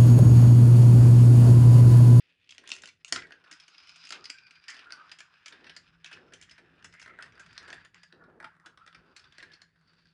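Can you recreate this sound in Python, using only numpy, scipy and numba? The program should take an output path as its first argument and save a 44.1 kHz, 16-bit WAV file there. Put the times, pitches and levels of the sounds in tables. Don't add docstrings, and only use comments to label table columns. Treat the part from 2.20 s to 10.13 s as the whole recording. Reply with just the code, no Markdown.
import sys
import numpy as np
from scipy import signal
from scipy.io import wavfile
from scipy.ndimage import uniform_filter1d
from numba import njit

SR = 44100
rng = np.random.default_rng(int(sys.argv[2]) if len(sys.argv) > 2 else 0)


def unload_wav(signal):
    wavfile.write(
        sys.argv[1],
        SR,
        np.round(np.clip(np.atleast_2d(signal).T, -1, 1) * 32767).astype(np.int16),
    )


N = 349713

# (time [s], tile cavity level [dB], tile rasp level [dB], rail hiss level [dB])
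ROLLING_LEVELS = [
    [(0.0, -69, -63.5, -67), (0.03, -76.5, -71.5, -77.5), (0.28, -80.5, -72, -103)],
    [(0.3, -71, -78, -92), (0.526, -65, -56, -82), (0.83, -83.5, -86, -89)],
    [(0.98, -45, -56, -65), (1.038, -71, -72, -81), (1.3, -61.5, -67.5, -80)],
    [(1.32, -65, -64.5, -81), (1.462, -69.5, -68, -68), (1.89, -64.5, -58, -55.5)],
    [(1.92, -58, -53, -56), (1.956, -57.5, -58, -64), (2.2, -67, -74, -70), (2.47, -66, -72, -71)],
    [(2.49, -43.5, -63, -72), (2.596, -59, -61.5, -77), (2.9, -59, -68.5, -71)],
    [(2.92, -62.5, -67, -81), (3.08, -65.5, -71.5, -75), (3.25, -68.5, -68.5, -77.5)],
    [(3.27, -59.5, -64, -77), (3.52, -64, -68.5, -72.5), (3.7, -70.5, -70, -76), (3.77, -72, -77.5, -84.5),
     (3.83, -75, -77, -86)],
    [(3.85, -56, -61.5, -82), (4.104, -67, -73, -77), (4.62, -65.5, -71, -87.5)],
    [(4.72, -69, -84, -75), (4.74, -58.5, -74, -74), (4.98, -59.5, -72.5, -96)],
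    [(5.04, -49, -63, -70), (5.06, -59.5, -70, -82), (5.36, -62.5, -69, -68)],
    [(5.39, -52.5, -67, -67), (5.658, -60.5, -68, -72), (5.73, -83.5, -89, -94)],
    [(5.75, -58.5, -72, -76), (5.88, -87, -81, -78), (5.91, -70, -78, -84)],
    [(5.93, -71, -84.5, -87), (6.19, -71, -93.5, -99), (6.26, -58, -84, -96), (6.44, -70.5, -95.5, -98.5)],
    [(6.47, -56, -90, -93), (6.48, -70, -83.5, -91.5), (7.17, -65.5, -71, -72)],
    [(7.19, -58.5, -62.5, -77.5), (7.52, -77, -87.5, -86.5), (7.65, -77.5, -90, -83),
     (7.69, -75, -80, -80.5), (7.93, -76, -78.5, -72)],
]
# (time [s], pitch [Hz])
CAVITY_PITCH = [(0, 1872), (.96, 1888), (1.08, 1740), (1.88, 1414), (2.03, 1294), (2.1, 1520), (2.48, 1556),
                (2.5, 1875), (2.84, 1361), (2.92, 1655), (3.9, 1636), (4.02, 1420), (4.2, 1653),
                (4.6, 1586), (4.8, 1759), (5.1, 1621), (5.92, 1732), (6.04, 1412), (6.93, 1297),
                (7.02, 1720), (7.93, 1541)]
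# (time [s], pitch [Hz])
RAIL_PITCH = [(0, 4576), (1.3, 5046), (2.1, 4810), (2.7, 4700), (4.2, 5120), (5.4, 4650), (7.93, 4520)]
# (pitch [Hz], first-stage width [Hz], relative level [dB])
RASP_RESONANCES = [(2570, 450, 6), (2890, 900, 7.5), (3440, 280, -5)]
# (pitch [Hz], first-stage width [Hz], relative level [dB])
BASE_RESONANCES = [(274, 76, -2), (358, 129, 3), (458, 220, 0.5), (660, 220, -11.5)]
# (start [s], time held from start [s], level [dB])
DRONE_PASSES = [(.38, 0.12, -72.5), (.5, 0.14, -70), (0.919, 0.0086, -45), (0.999, 0.14, -68.5),
                (1.2, 0.094, -84), (1.909, 0.078, -62), (2.491, 0.29, -77.5), (3.302, 0.11, -67),
                (3.39, 0.085, -64.5), (3.919, 0.23, -64.5), (4.38, 0.28, -70), (4.86, 0.31, -70),
                (5.39, 0.18, -67), (5.921, 0.25, -62), (6.46, 0.016, -69.5), (6.749, 0.16, -69.5),
                (7.18, 0.11, -67.5)]
# (pitch [Hz], first-stage width [Hz], relative level [dB])
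HUM_RESONANCES = [(165.7, 16, 0)]
# (time [s], hum level [dB], rumble level [dB])
HUM_RUMBLE_LEVELS = [(0, -85, -90.5), (.92, -83, -77.5), (.94, -74, -59), (1.1, -82.5, -86.5),
                     (3.1, -83, -81), (3.35, -73.5, -79), (4.3, -74.5, -74), (5.4, -73.5, -68.5),
                     (6.1, -74, -78), (6.3, -76, -78.5), (7.93, -76, -77.5)]
# (pitch [Hz], first-stage width [Hz], relative level [dB])
RUMBLE_RESONANCES = [(59.05, 28, -13), (96, 97, 2)]
# (time [s], clack peak [dB], pitch of struck piece [Hz], hollow-tile peak [dB],
# hard-contact treble peak [dB], chatter decay constant before clipping [ms])
KNOCK_EVENTS = [(0.2443, -60, 2980, -70, -88, 2.9), (0.2916, -42.5, 2810, -67, -58, 4.9),
                (0.3067, -40, 3260, -58, -48.5, 6.6), (0.3225, -39.5, 2930, -52.5, -74, 1.8),
                (0.3471, -52, 3250, -54.5, -58, 3.4), (0.3811, -34.5, 2500, -44, -49, 1.1),
                (0.4374, -73, 2400, -49, -80, 4.7), (0.4546, -66, 2400, -60, -68, 0.96),
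                (0.475, -36, 3500, -48, -43, 1.6), (0.491, -37.5, 3640, -41.5, -38.5, 2.1),
                (0.503, -35, 2880, -47, -43, 1.8), (0.517, -20.5, 2660, -38, -34, 1.2),
                (0.5216, -36, 2700, -39, -46, 0.61), (0.529, -45, 3000, -55, -42, 1.5),
                (0.538, -54, 2990, -46, -42, 1.6), (0.5523, -49, 2660, -50, -44, 2.8),
                (0.5642, -40, 2800, -44, -41, 0.86), (0.5845, -43, 2720, -56, -54, 3.6),
                (0.6202, -44, 7300, -49, -48, 3), (0.6356, -38.5, 2700, -38, -62, 4.1),
                (0.643, -49, 7140, -60, -62, 1.4), (0.6568, -35.5, 2780, -63, -43, 1.3),
                (0.6742, -44, 3900, -46, -45, 3.4), (0.6867, -42, 2290, -76, -58, 4.6),
                (0.847, -32, 2890, -48, -38.5, 1.25), (0.879, -45.5, 3270, -51.5, -47, 16),
                (0.9239, -15, 4620, -18.5, -18, 1.9), (0.9543, -41, 2500, -44, -48, 3.3),
                (0.9603, -23, 1780, -24.5, -37.5, 2.5), (1.021, -40.5, 2470, -62, -67, 1.7),
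                (1.069, -57, 2100, -47, -78, 4.5), (1.1068, -59, 2100, -41.5, -77, 2.7),
                (1.121, -41.5, 2750, -41.5, -68, 2.9), (1.239, -54, 2160, -53, -91, 12),
                (1.3119, -41, 2200, -43.5, -44, 9), (1.327, -37, 4930, -56, -52, 2.3),
                (1.335, -46, 5100, -50, -50, 2.2), (1.3984, -43.5, 5140, -75, -62, 5.8),
                (1.48, -44, 2780, -55, -54, 3.8), (1.5448, -48, 2660, -59, -89, 10),
                (1.5807, -40.5, 4940, -61, -78, 1.7), (1.6016, -47, 2900, -56, -81, 3.3),
                (1.6298, -49.5, 2400, -60, -82, 11), (1.6718, -44, 5170, -57, -82, 3.5),
                (1.6937, -41, 2810, -55.5, -52, 0.87), (1.72, -59, 5320, -61, -74, 1.6),
                (1.7581, -44.5, 2680, -53, -55, 8), (1.8394, -43.5, 5270, -54, -74, 4.1),
                (1.851, -41.5, 5120, -52, -55, 3.8), (1.8706, -39, 2690, -55, -48, 3.2),
                (1.8905, -42, 2770, -57, -46, 3.3), (1.9052, -27, 4520, -35.5, -39.5, 2.3),
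                (1.923, -30.5, 2240, -35, -40.5, 3.8), (2.0413, -38.5, 4680, -60, -50.5, 6),
                (2.055, -32.5, 4700, -62, -54, 3.1), (2.097, -41, 4700, -38.5, -48, 5.4),
                (2.101, -23.5, 4750, -63, -32.5, 1), (2.184, -43, 2600, -72, -75, 5.8),
                (2.2673, -46, 4670, -65, -85, 5.5), (2.3081, -43.5, 2480, -54, -61, 4.4),
                (2.355, -48, 2270, -71, -75, 5.1), (2.44, -47, 2460, -62, -72, 3.3),
                (2.481, -33, 4740, -53, -47, 11), (2.4965, -41, 2650, -52, -46, 7.7),
                (2.5019, -36.5, 4900, -63, -45, 5), (2.5424, -45.5, 4670, -48, -59, 7.8),
                (2.5652, -43, 2660, -46.5, -69, 6), (2.5912, -41.5, 2860, -44.5, -79, 5.3),
                (2.6683, -68, 2710, -50, -82, 5.2), (2.7059, -39, 2400, -40.5, -69, 1),
                (2.7225, -28.5, 4420, -40, -45, 1.3), (2.7674, -62, 2480, -52, -80, 3.2),
                (2.8945, -48, 2440, -51, -74, 2.5), (2.9153, -37, 4850, -45, -53.5, 5.8),
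                (2.9864, -43, 2500, -51, -51, 9.8), (3.0041, -39, 2430, -43.5, -49, 3.4),
                (3.2589, -35.5, 2340, -46, -47, 6.2), (3.2809, -35.5, 2320, -49, -47, 3.2),
                (3.3233, -42.5, 3580, -45, -82, 10), (3.4428, -46.5, 2700, -44.5, -86, 3),
                (3.466, -46, 2750, -44, -80, 8.6), (3.495, -38, 2600, -44.5, -66, 6),
                (3.564, -37, 4600, -42, -46.5, 6.6), (3.8446, -33.5, 3290, -45, -47, 2.2),
                (3.858, -38, 2660, -54, -54, 7.9), (3.873, -43, 2720, -54, -63, 2.6),
                (3.913, -44.5, 1960, -43.5, -63, 11), (3.9267, -40, 2700, -45.5, -58, 17),
                (4.122, -55, 3050, -48, -80, 7.2), (4.135, -40, 2980, -49, -47, 6.8),
                (4.213, -43, 5070, -64, -46.5, 2.7), (4.2236, -44.5, 3100, -52, -50, 11),
                (4.2947, -46, 3110, -69, -59, 4.5), (4.3104, -44, 5000, -50, -56, 7.7),
                (4.3795, -48, 2440, -46.5, -70, 15), (4.6258, -48.5, 2970, -52, -66, 1.6),
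                (4.6431, -42.5, 5200, -42, -46, 12), (4.7254, -50, 2150, -59, -64, 5.3),
                (4.7382, -51, 2200, -48, -55, 2.4), (4.75, -60, 2050, -44.5, -70, 1.4),
                (4.7957, -48, 2280, -57, -54, 7.4), (4.814, -46, 5100, -45.5, -55, 11),
                (4.8264, -41.5, 2150, -43, -50, 2.5), (4.8606, -47.5, 2010, -37, -76, 2),
                (4.876, -59, 2020, -40.5, -80, 4.7), (4.988, -73, 2020, -36.5, -74, 1.8),
                (5.0086, -70, 2050, -46, -79, 2.7), (5.024, -37.5, 2320, -43, -49.5, 3.5),
                (5.0596, -61, 2790, -47, -73, 5.5), (5.1222, -50.5, 2300, -68, -71, 3),
                (5.153, -55, 4740, -54, -76, 2.7), (5.1782, -59, 2170, -46, -83, 2.1),
                (5.195, -48, 2340, -44, -52, 15), (5.2614, -49.5, 2370, -51, -62, 5),
                (5.329, -50, 4720, -49.5, -60, 4), (5.3785, -28.5, 4200, -40.5, -45.5, 1),
                (5.428, -54, 2330, -46, -59, 2.6), (5.4778, -49, 3040, -42.5, -60, 15),
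                (5.503, -34, 1980, -38, -50, 1.1), (5.5276, -38.5, 2800, -34, -51, 3.1),
                (5.542, -50, 3300, -52, -50, 1.6), (5.6489, -50, 2320, -48, -54, 2.1),
                (5.745, -42, 2220, -55.5, -52, 0.7), (5.832, -45.5, 4840, -47.5, -55, 4.9),
                (5.9252, -45.5, 3770, -47.5, -84, 1.5), (6.038, -63, 3800, -58, -83, 7.1),
                (6.201, -64, 2440, -36.5, -84, 3.8), (6.2262, -53.5, 2116, -42, -75, 3.9),
                (6.243, -45.5, 3130, -33, -75, 6.1), (6.273, -72, 2080, -56, -81, 1.6),
                (6.342, -80, 2230, -59, -88, 2.3), (6.35, -83.5, 2220, -63, -90, 3.9),
                (6.3648, -88, 2330, -54, -93, 3.6), (6.3985, -79, 2150, -50.5, -89, 1.8),
                (6.433, -89, 2200, -68, -88, 2.5), (6.4593, -47.5, 3230, -43, -55, 8.2),
                (6.5741, -51, 3210, -47.5, -70.5, 3.1), (6.6636, -52.5, 3570, -48, -57.5, 2.2),
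                (6.675, -48, 3500, -44.5, -65, 4.6), (6.7273, -51.5, 3080, -47.5, -76, 2.6),
                (6.7464, -45, 2350, -43.5, -73, 6.1), (6.963, -40.5, 4300, -50.5, -51.5, 10.3),
                (6.995, -45.5, 5100, -58, -64, 3.6), (7.0416, -48.5, 3470, -56.5, -77, 3.7),
                (7.1226, -48.5, 3500, -56, -68, 4.1), (7.182, -43, 4300, -41.5, -53, 2.9),
                (7.226, -43.5, 4100, -39.5, -56.5, 7.7), (7.317, -51, 3670, -55, -77, 8.2),
                (7.3333, -44, 4330, -51.5, -66, 14), (7.417, -43.5, 4150, -49.5, -56.5, 3.9),
                (7.558, -68.5, 3600, -64.5, -93.5, 7.8), (7.611, -72, 4270, -65.5, -78, 2.7),
                (7.674, -64, 4790, -65, -85, 5.7), (7.733, -62, 4740, -60, -80, 2.2),
                (7.769, -67, 4500, -78, -90, 1.8), (7.7822, -64, 4130, -73, -91, 3.7),
                (7.855, -58.5, 4600, -59, -87, 3.4)]
# (pitch [Hz], relative level before scatter [dB], 60 dB decay time [s])
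TRACK_MODES = [(328.3, -2.5, 0.038), (446, -9.5, 0.022), (643, 5, 0.022), (937, -4.5, 0.0034),
               (1479, 8, 0.0064), (1580, -5, 0.0065), (1986, -8, 0.0085), (1913, 4.5, 0.0047),
               (2202.6, 16.5, 0.0017), (2530, 8, 0.0015), (3270, -11, 0.014), (3840, -3.5, 0.0018),
               (4440, 3, 0.0025), (5170, 1.5, 0.0047), (4854, -1.5, 0.0025), (5287, -6.5, 0.0029),
               (5860, -8, 0.0038), (6380, 17.5, 0.0046), (6820, 7.5, 0.0091), (7154, 13, 0.0047),
               (8350, -5, 0.0026), (9670, -15, 0.0026)]
# (low edge [Hz], high edge [Hz])
RADIATED_BANDS = [(120, 800), (700, 2400), (1900, 5900), (5500, 11500)]
# (centre [Hz], 60 dB decay time [s], relative level [dB])
ROOM_BANDS = [(286, 0.062, -23.5), (1480, 0.189, -21.5), (4240, 0.17, -21.5), (8040, 0.18, -20)]
# (start [s], length [s], first pitch [Hz], last pitch [Hz], first level [dB], last level [dB])
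SINGING_PASSES = [(0.967, 0.12, 2110, 1830, -51, -52), (0.968, 0.12, 2380, 2080, -54, -60),
                  (0.98, 0.1, 1600, 1600, -59, -54), (1.058, 0.14, 1790, 1570, -52, -69),
                  (1.196, 0.16, 1650, 1790, -75, -72), (1.96, 0.078, 1245, 1250, -65, -57),
                  (2.047, 0.39, 4770, 4800, -69, -71), (2.112, 0.36, 2410, 2420, -62, -68),
                  (2.12, 0.28, 1570, 1500, -61, -73), (2.497, 0.14, 4840, 4730, -61, -68),
                  (2.482, 0.11, 1810, 1790, -51, -71), (2.648, 0.18, 1415, 1570, -52, -56),
                  (2.783, 0.095, 1250, 1230, -49.5, -71), (4.718, 0.37, 2090, 2080, -63, -71),
                  (4.79, 0.17, 1320, 1320, -57, -65), (4.989, 0.053, 1410, 1500, -47, -57),
                  (4.998, 0.056, 1920, 1720, -67, -75), (5.176, 0.087, 1500, 1690, -61, -59),
                  (5.372, 0.2, 1680, 1660, -73, -71), (5.502, 0.25, 1640, 1700, -52, -86),
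                  (5.742, 0.15, 1676, 1680, -79, -59), (5.913, 0.32, 1740, 1670, -69.5, -72.5),
                  (5.995, 0.12, 1415, 1420, -63, -62.5), (6, 0.1, 1105, 1130, -72.5, -67),
                  (6.202, 0.099, 880, 886, -58, -58), (6.95, 0.13, 1700, 1670, -66.5, -74),
                  (6.56, 0.18, 1297, 1370, -62, -66), (7.192, 0.053, 1950, 1840, -52, -71),
                  (7.24, 0.25, 1750, 1626, -66.5, -67), (7.673, 0.13, 4540, 4740, -71, -84)]

CAVITY_WANDER, RAIL_WANDER = .08, .015
DRONE_ATTACK_S, DRONE_FADE_DB_PER_S, DRONE_REST_DB = .0083, 179, -85
TABLE_DB = -17.5
PATTER_PER_S = 4
PIECE_T60_S = .008
SINGING_WIDTH = .055
SINGING_FADE_S = .02
MIC_HISS_DB, CONVERTER_HISS_DB, TOP_HZ = -93, -104, 11600


def undb(db):
    return 10 ** (np.asarray(db) / 20)


def unit(x):
    return x / np.sqrt(np.mean(x ** 2))


def peak(x):
    return x / np.max(np.abs(x))


@njit
def band_pass(x, hz, width):
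    y, band, low = np.empty(len(x)), 0., 0.
    for i in range(len(x)):
        g = np.tan(np.pi * hz[i] / SR)
        k = width / hz[i]
        v = (band + g * (x[i] - low)) / (1 + g * (g + k))
        band = 2 * v - band
        low = low + 2 * g * v
        y[i] = k * v
    return y


def resonances(x, table):
    steady = np.ones(len(x))
    total = np.zeros(len(x))
    for hz, width, db in table:
        narrow = band_pass(x, hz * steady, 1. * width)
        total += undb(db) * unit(band_pass(narrow, hz * steady, 2. * width))
    return unit(total)


def ring(x, hz, t60):
    radius = np.exp(-np.log(1000) / (t60 * SR))
    angle = 2 * np.pi * hz / SR
    return signal.lfilter([.5, 0, -.5], [1, -2 * radius * np.cos(angle), radius ** 2], x)


def grit(per_s, spread_db):
    chance = rng.random((2, N))
    contact = chance[0] < per_s / SR
    strength = undb(-spread_db * np.log(1 - chance[1]))
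    return contact * strength * rng.standard_normal(N)


def wobble(rate, depth_db):
    step = int(SR / rate)
    steps = np.repeat(rng.standard_normal(N // step + 1), step)
    return undb(depth_db * unit(uniform_filter1d(steps, step)[:N]))


def rolling(cavity_db, cavity_hz, rasp_db, rail_db, rail_hz):
    throb = wobble(45., 2.3)
    rub = grit(per_s=6000., spread_db=1.8) * throb
    narrow = unit(band_pass(band_pass(rub, cavity_hz, 180.), cavity_hz, 400.))
    broad = unit(band_pass(band_pass(rub, .97 * cavity_hz, 390.), .65 * cavity_hz, 900.))
    cavity = unit(narrow + 3.5 * broad)

    fine = grit(per_s=5000., spread_db=2.4) * throb
    rasp = resonances(fine, RASP_RESONANCES)

    sizzle = grit(per_s=5000., spread_db=2.4) * throb
    wire = unit(band_pass(band_pass(sizzle, rail_hz, 380.), rail_hz, 650.))
    wash = band_pass(band_pass(sizzle, .88 * rail_hz, 1900.), .88 * rail_hz, 2300.)
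    wash = unit(band_pass(wash, .9 * rail_hz, 3000.))
    rails = unit(wire + .9 * wash)
    return undb(cavity_db) * cavity + undb(rasp_db) * rasp + undb(rail_db) * rails


def drone_gain(now):
    gain = undb(DRONE_REST_DB)
    for start, held, db in DRONE_PASSES:
        age = np.maximum(now - start, 0)
        fade = undb(db - DRONE_FADE_DB_PER_S * np.maximum(age - held, 0))
        gain = gain + fade * (1 - np.exp(-age / DRONE_ATTACK_S))
    return gain


def base_drone(gain):
    return gain * wobble(25., 2.0) * resonances(rng.standard_normal(N), BASE_RESONANCES)


def low_hum(hum_db):
    return undb(hum_db) * wobble(7.1, 2.4) * resonances(rng.standard_normal(N), HUM_RESONANCES)


def table_rumble(rumble_db, base_gain):
    gain = undb(rumble_db) * wobble(17.0, 3.8) + undb(TABLE_DB) * base_gain
    return gain * resonances(rng.standard_normal(N), RUMBLE_RESONANCES)


def patter(cavity_db, rasp_db):
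    when, size, pitch, length = rng.random((int(PATTER_PER_S * N / SR), 4)).T
    i = (when * N).astype(int)
    clack_db = rasp_db[i] + 6 * (.5 + size)
    hollow_db, hard_db = cavity_db[i] + 2, clack_db - 28
    return np.transpose([i / SR, clack_db, 2200 + 900 * pitch, hollow_db, hard_db, 1 + 4 * length])


def knocks(blows, cavity_hz):
    s, clack_db, piece_hz, hollow_db, hard_db, chatter_ms = blows.T
    t = np.arange(2048) / SR
    age = 1000 * t / np.clip(chatter_ms, .3, 12)[:, None]
    fade = (1 - np.exp(-age / .061)) * np.exp(-age)
    taper = np.cos(np.pi / 2 * t / t[-1])
    chatter = rng.standard_normal((len(s), len(t))) * fade * taper

    parts = np.zeros((4,) + chatter.shape)
    for hz, db, t60 in TRACK_MODES:
        scatter_db = 3.5 * rng.standard_normal(len(s))
        part = np.searchsorted([700, 2200, 6000], hz)
        parts[part] += undb(db + scatter_db)[:, None] * ring(chatter, hz, t60)
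    for k, band in enumerate(RADIATED_BANDS):
        parts[k] = signal.sosfilt(signal.butter(3, band, "band", fs=SR, output="sos"), parts[k])

    out = np.zeros(N + len(t))
    for k in range(len(s)):
        i = int(s[k] * SR)
        thud, hollow, clack, hard = (unit(part[k]) for part in parts)
        near = unit(ring(clack, piece_hz[k], .0042))
        piece = unit(ring(chatter[k], piece_hz[k], PIECE_T60_S))
        clack = clack + undb(-5.0) * near + undb(-3.5) * piece
        colour = unit(ring(hollow, cavity_hz[i], .00088))
        cavity = unit(ring(chatter[k], cavity_hz[i], .012))
        under = unit(ring(chatter[k], .63 * cavity_hz[i], .012))
        hollow = unit(colour + undb(-2.5) * cavity + undb(-12.0) * under)
        hollow = hollow + undb(-13.0) * thud
        blow = undb(clack_db[k]) * peak(clack) + undb(hollow_db[k]) * peak(hollow)
        out[i:i + len(t)] += blow + undb(hard_db[k]) * peak(hard)
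    return out[:N]


def room(x, gap_s=.0018, count=24):
    t, out = np.arange(SR // 2) / SR, np.zeros(N + SR)
    for i in np.array_split(np.arange(N), count):
        tail = np.zeros(len(t))
        for hz, t60, db in ROOM_BANDS:
            noise = unit(band_pass(rng.standard_normal(len(t)), hz + 0 * t, 1. * hz))
            tail += undb(db - 60 * t / t60) * noise / np.sqrt(t60 * SR / 100)
        echoes = signal.fftconvolve(x[i], tail * (t > gap_s))
        out[i[0]:i[0] + len(echoes)] += echoes
    return out[:N]


def singing():
    out = np.zeros(N)
    rub = grit(per_s=4300.0, spread_db=2.5) * wobble(35., 4.0)
    for start, length, hz0, hz1, db0, db1 in SINGING_PASSES:
        i = np.arange(int(start * SR), min(int((start + length) * SR), N))
        along = np.linspace(0, 1, len(i))
        hz = hz0 + (hz1 - hz0) * along
        width = SINGING_WIDTH * hz0
        edge = np.clip(np.minimum(along * 2, 1 - along) * length / SINGING_FADE_S, 0, 1)
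        tone = unit(band_pass(band_pass(rub[i], hz, width), hz, 2. * width))
        out[i] += undb(db0 + (db1 - db0) * along) * edge * tone
    return out


def scene():
    now = np.arange(N) / SR
    s, *columns = np.vstack(ROLLING_LEVELS).T
    cavity_db, rasp_db, rail_db = (np.interp(now, s, c) for c in columns)
    cavity_hz = np.interp(now, *np.transpose(CAVITY_PITCH))
    rail_hz = np.interp(now, *np.transpose(RAIL_PITCH))
    rolled_cavity_hz = cavity_hz * wobble(9.9, 20 * np.log10(1 + CAVITY_WANDER))
    rolled_rail_hz = rail_hz * wobble(13.0, 20 * np.log10(1 + RAIL_WANDER))
    roll = rolling(cavity_db, rolled_cavity_hz, rasp_db, rail_db, rolled_rail_hz)

    base_gain = drone_gain(now)
    drone = base_drone(base_gain)
    s, hum_db, rumble_db = np.transpose(HUM_RUMBLE_LEVELS)
    hum = low_hum(np.interp(now, s, hum_db))
    rumble = table_rumble(np.interp(now, s, rumble_db), base_gain)

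    blows = np.vstack([KNOCK_EVENTS, patter(cavity_db, rasp_db)])
    hits = knocks(blows, cavity_hz)
    return (roll + drone + hum + rumble + hits + room(hits) + singing())[None]


def record(dry):
    hiss = undb(MIC_HISS_DB) * rng.standard_normal(dry.shape)
    thin = signal.sosfilt(signal.butter(3, 40, "high", fs=SR, output="sos"), dry + hiss)
    cut = signal.sosfilt(signal.cheby2(16, 55, TOP_HZ, fs=SR, output="sos"), thin)
    return cut + undb(CONVERTER_HISS_DB) * rng.standard_normal(dry.shape)


dry = scene()
out = record(dry)
unload_wav(out)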